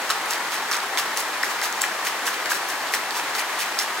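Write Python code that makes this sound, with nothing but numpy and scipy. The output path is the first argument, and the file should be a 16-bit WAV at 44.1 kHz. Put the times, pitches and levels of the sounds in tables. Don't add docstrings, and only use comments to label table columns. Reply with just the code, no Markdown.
import sys
import numpy as np
from scipy import signal
from scipy.fft import rfft, irfft
from scipy.io import wavfile
from scipy.ndimage import uniform_filter1d

SR = 44100
rng = np.random.default_rng(int(sys.argv[2]) if len(sys.argv) > 2 else 0)


def unload_wav(signal):
    wavfile.write(
        sys.argv[1],
        SR,
        np.round(np.clip(np.atleast_2d(signal).T, -1, 1) * 32767).astype(np.int16),
    )


N = 176400

# frequency_hz, gain_db
SPATTER_SPECTRUM = [(150, -29), (400, -11.5), (800, -1.5), (1600, -0.5), (2500, 1.5), (4000, -2),
                    (5500, 1.5), (7500, -3), (10000, -5), (12500, -8), (14000, -5.5), (16000, -10.5)]
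STEREO_SCATTER = 0.39


def spills(gain_db=-3, release_s=0.018, plink_share=0.35, split_hz=4400):
    # start_s, rise_s, hold_s, level_db, extra_treble_db
    clumps = [(0.095, 0.0097, .004, -17, -6), (0.271, 0.052, 0.011, -24.5, 1),
              (0.505, 0.016, 0.035, -25.5, -2), (0.72, 0.0048, 0.029, -22.5, -5),
              (0.975, 0.0065, 0.01, -19.5, 1), (1.157, 0.012, 0.041, -30, 6.5),
              (1.43, 0.014, 0.011, -27, 0), (1.490, .015, .006, -30, 4), (1.623, 0.013, 0.0072, -23, 3),
              (1.65, 0.0055, .004, -22.5, -4), (1.805, 0.0092, 0.03, -26, 0.5),
              (2.045, 0.0049, 0.0057, -31, 8), (2.064, 0.0034, 0.0048, -18.5, -2),
              (2.246, 0.024, 0.0097, -27.5, 7), (2.322, .015, .005, -34, 5),
              (2.493, 0.013, 0.011, -27.5, 9), (2.538, .005, .010, -29.5, 6.5),
              (2.68, .006, 0.016, -31.5, 7), (2.92, .004, .004, -33, 8.5), (2.934, .003, 0.0046, -21, 4.5),
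              (3.127, 0.046, .008, -27.5, 3.5), (3.349, .002, 0.013, -28.5, 4),
              (3.377, .008, .010, -21.5, -1.5), (3.579, 0.021, 0.024, -21.5, -1.5),
              (3.779, .012, 0.032, -25, .5)]
    t, body_power, treble_power = np.arange(N) / SR, np.zeros(N), np.zeros(N)
    for start, rise, hold, level_db, extra_treble_db in clumps:
        attack = np.clip((t - start) / rise, 0, 1)
        envelope = attack * np.exp(-np.maximum(t - start - rise - hold, 0) / release_s)
        body_power += (amp(level_db) * envelope) ** 2
        treble_power += (amp(level_db + extra_treble_db) * envelope) ** 2
    clicks = unit(colour(impacts(per_s=5000, spread_db=2.5), SPATTER_SPECTRUM))
    spatter = np.sqrt(1 - plink_share) * clicks + np.sqrt(plink_share) * plinks(per_s=1800)
    treble = highpass(spatter, split_hz, order=1)
    return amp(gain_db) * (np.sqrt(body_power) * (spatter - treble) + np.sqrt(treble_power) * treble)


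def slaps(gain_db=-1, crack_s=0.002, size=1024):
    # start_s, level_db, pitch_hz, decay_cycles
    large_drops = [(.0938, -15, 5500, 2), (0.1018, -13, 4000, 2), (.1060, -11, 4000, 3.3),
                   (.2590, -22.5, 10000, 9), (.3085, -9.5, 7000, 4), (.3350, -13.5, 4750, 2.7),
                   (.7138, -11, 5800, 3), (0.7188, -13, 5400, 6), (0.729, -11, 5800, 2),
                   (.7350, -13, 3500, 3.4), (.7675, -15, 5600, 4), (0.974, -10.5, 3600, 3),
                   (1.1735, -8, 5960, 4), (1.4308, -12.5, 5170, 4.1), (1.6155, -14, 5300, 4),
                   (1.6405, -22, 3800, 2), (1.7263, -17, 6060, 4), (1.8098, -19, 5230, 3),
                   (1.8151, -11, 7500, 3), (1.8184, -5.5, 7600, 5.9), (1.8395, -12, 2360, 2.3),
                   (2.0695, -26, 2820, 2), (2.268, -16, 5770, 3), (2.2785, -26, 3100, 2),
                   (2.3430, -17, 3040, 2), (2.4580, -9.5, 3040, 1.1), (2.5062, -10, 2580, 1),
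                   (2.9380, -16, 2400, 1.8), (3.0383, -21, 2800, 1.8), (3.1077, -13, 4700, 1.4),
                   (3.1982, -14, 2500, 1.7), (3.3513, -14.5, 4340, 3.5), (3.5932, -18, 3300, 2),
                   (3.7895, -6.5, 5200, 6.6), (3.7984, -14, 5500, 7)]
    t, out = np.arange(size) / SR, np.zeros((2, N))
    for start, level_db, hz, cycles in large_drops:
        band = bell_band(hz, size, octaves=0.83) + 0.1
        middle, side = unit(irfft(rfft(rng.standard_normal((2, size))) * band, size))
        ring = np.exp(-t * hz / cycles) * np.sin(2 * np.pi * hz * t)
        for channel, sign in zip(out, (1, -1)):
            crack = 0.34 * np.exp(-t / crack_s) * (middle + sign * STEREO_SCATTER * side)
            add(channel, start, amp(level_db + gain_db) * (ring + crack))
    return out


def plops(froth_s=0.013, size=2048):
    # start_s, level_db, pitch_hz
    air_pockets = [(0.1033, -13, 1450), (0.107, -15, 1190), (0.7138, -17, 1330), (0.7175, -23, 1650),
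                   (0.7487, -19, 1430), (0.974, -16.5, 2100), (1.4345, -9.5, 1730), (1.4448, -19, 1610),
                   (1.6205, -15.5, 1800), (1.8390, -11.5, 1760), (2.0704, -15.5, 1760),
                   (2.2780, -14.5, 1500), (2.4594, -17.5, 1830), (2.507, -15.5, 1170),
                   (2.5185, -10.5, 1470), (2.9382, -11, 1850), (3.353, -21, 1620), (3.39, -16, 1900),
                   (3.8022, -19.5, 1850)]
    t, out = np.arange(size) / SR, np.zeros(N)
    for start, level_db, hz in air_pockets:
        band = bell_band(hz, size, octaves=0.24)
        froth = unit(irfft(rfft(rng.standard_normal(size)) * band, size)) * np.exp(-t / froth_s)
        knock = bubble(hz, swell_cycles=1.16, glide=0.027)
        add(out, start, amp(level_db) * (knock + 0.22 * froth))
    return out


def plinks(per_s, low_hz=1410, high_hz=10800, pitches=20):
    out = np.zeros((2, N))
    for hz in np.geomspace(low_hz, high_hz, pitches):
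        ring = bubble(hz, swell_cycles=0.95, glide=0.02) * hz ** 0.23
        out += convolve(impacts(per_s / pitches, spread_db=5.5), ring)
    return unit(out)


def bubble(hz, swell_cycles, glide):
    age = np.arange(2048) / SR * hz / swell_cycles
    phase = 2 * np.pi * swell_cycles * age * (1 + glide * np.minimum(age, 10) / 2)
    return age * np.exp(1 - age) * np.sin(phase)


def drips(gain_db=-41.5):
    return amp(gain_db) * unit(colour(impacts(per_s=4000, spread_db=2.5), SPATTER_SPECTRUM))


def strays(gain_db=-48.5):
    return amp(gain_db) * plinks(per_s=500)


def echo(x, gain_db=-7.5, spacing=20):
    # frequency_hz, t60_s
    decay_times = [(300, 0.15), (1500, 0.49), (5000, 0.28), (14000, 0.23)]
    slots = np.arange(6 * spacing, SR // 2, spacing)
    arrivals = slots + rng.integers(0, spacing, (2, len(slots)))
    taps = np.zeros((2, SR))
    np.put_along_axis(taps, arrivals, rng.choice([-1., 1.], arrivals.shape), 1)
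    hz, t, spectra = signal.stft(taps + 0.14 * taps[::-1], SR, nperseg=256)
    decay = amp(-60 * t / curve_at(decay_times, hz)[:, None])
    tail = signal.istft(spectra * decay, SR, nperseg=256)[1]
    return amp(gain_db) * signal.fftconvolve(x, tail / np.linalg.norm(tail[0]), axes=1)[:, :N]


def gurgle(level_db=-36, per_s=600, low_hz=724.5, high_hz=1938, pitches=36):
    t, out = np.arange(2048) / SR, np.zeros((2, N))
    for hz in np.geomspace(low_hz, high_hz, pitches):
        decay_cycles = 7.6 * rng.uniform(0.26, 2.5)
        ring = np.exp(-t * hz / decay_cycles) * np.sin(2 * np.pi * hz * t * (1 + 2 * t))
        out += convolve(impacts(per_s / pitches, spread_db=1.5), unit(ring))
    narrowed = out + 0.47 * out[::-1]
    return amp(level_db) * unit(highpass(narrowed, hz=590, order=4))


def rush(level_db=-28, patch_db=0.4, flicker_db=0.9):
    # frequency_hz, density_db
    stream_spectrum = [(18, -74), (30, -57), (149, -23), (364, -7.5), (554, -6.5), (937, 0), (1430, -3),
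                       (1720, -1.5), (2750, -8), (7270, -16.5), (12300, -24), (14000, -22.5), (16000, -31)]
    # frequency_hz, coherence_ratio
    stream_coherence = [(60, .99), (270, 1), (740, 0.97), (1220, 0.89), (2000, 0.63), (3300, 0.33),
                        (5500, 0), (9000, 0.38), (15000, 0.5)]
    frames, hz = N // 256 + 5, np.fft.rfftfreq(1024, 1 / SR)
    left_re, left_im, other_re, other_im, patches = rng.standard_normal((frames, 513, 5)).T
    patches = uniform_filter1d(patches, size=9, axis=0)
    patches = unit(uniform_filter1d(patches, size=8, axis=1))
    flicker = rng.standard_normal(frames)
    coherence = np.clip(curve_at(stream_coherence, hz), 0, 1)[:, None]
    left = left_re + 1j * left_im
    right = coherence * left + np.sqrt(1 - coherence ** 2) * (other_re + 1j * other_im)
    gain = amp(curve_at(stream_spectrum, hz)[:, None] + patch_db * patches + flicker_db * flicker)
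    wash = signal.istft(np.array([left, right]) * gain, nperseg=1024, noverlap=768)[1]
    return amp(level_db) * unit(wash[:, :N])


def impacts(per_s, spread_db):
    strength = amp(spread_db * np.minimum(rng.exponential(1, N), 4))
    hits = rng.random(N) < per_s / SR
    middle, side = rng.choice([-1., 1.], N), STEREO_SCATTER * rng.standard_normal(N)
    return strength * hits * np.array([middle + side, middle - side])


def colour(x, spectrum):
    log_gain = np.log(amp(curve_at(spectrum, abs(np.fft.fftfreq(2048, 1 / SR)))))
    response = np.exp(np.conj(signal.hilbert(log_gain)))
    return convolve(x, np.fft.ifft(response).real)


def convolve(x, response):
    return signal.oaconvolve(x, response[None], axes=1)[:, :N]


def bell_band(hz, size, octaves):
    bins_hz = np.fft.rfftfreq(size, 1 / SR)
    return np.exp(-.5 * (np.log2((bins_hz + 1) / hz) / octaves) ** 2)


def highpass(x, hz, order):
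    return signal.sosfilt(signal.butter(order, hz, "highpass", fs=SR, output="sos"), x)


def curve_at(points, hz):
    points_hz, values = np.transpose(points)
    return np.interp(np.log(hz + 1), np.log(points_hz + 1), values)


def add(mix, start_s, sound):
    part = mix[max(round(start_s * SR), 0):][:len(sound)]
    part += sound[:len(part)]


def amp(db):
    return 10 ** (np.asarray(db) / 20)


def unit(x):
    return x / np.sqrt(np.mean(x ** 2) + 1e-20)


def scene():
    wheel = highpass(spills() + slaps() + plops() + drips() + strays(), hz=590, order=3)
    return wheel + echo(wheel) + rush() + gurgle()


def record(dry, cutoff_hz=15950):
    # frequency_hz, left_minus_right_db
    balance = [(200, 0.5), (500, 1.1), (800, 1.1), (1200, 1), (1800, 4), (2700, 2.4), (4200, -6.5),
               (6400, 1.5), (9800, 1.8), (15000, -0.5)]
    # frequency_hz, left_lead_rad
    phase_lead = [(300, -0.054), (1200, 0.24), (2000, -0.48), (2600, -0.88), (4200, -0.086), (5000, 1.84),
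                  (6500, 0.58), (8200, -0.34), (12000, -1.2), (15000, .3)]
    hz, side = np.fft.rfftfreq(N, 1 / SR), np.array([[.5], [-.5]])
    ports = amp(side * curve_at(balance, hz)) * np.exp(1j * side * curve_at(phase_lead, hz))
    heard = irfft(rfft(dry) * ports, N)
    lowpass = signal.firwin(611, cutoff_hz, window=("kaiser", 9), fs=SR)
    return signal.oaconvolve(heard, lowpass[None], "same")


dry = scene()
out = record(dry)
unload_wav(out)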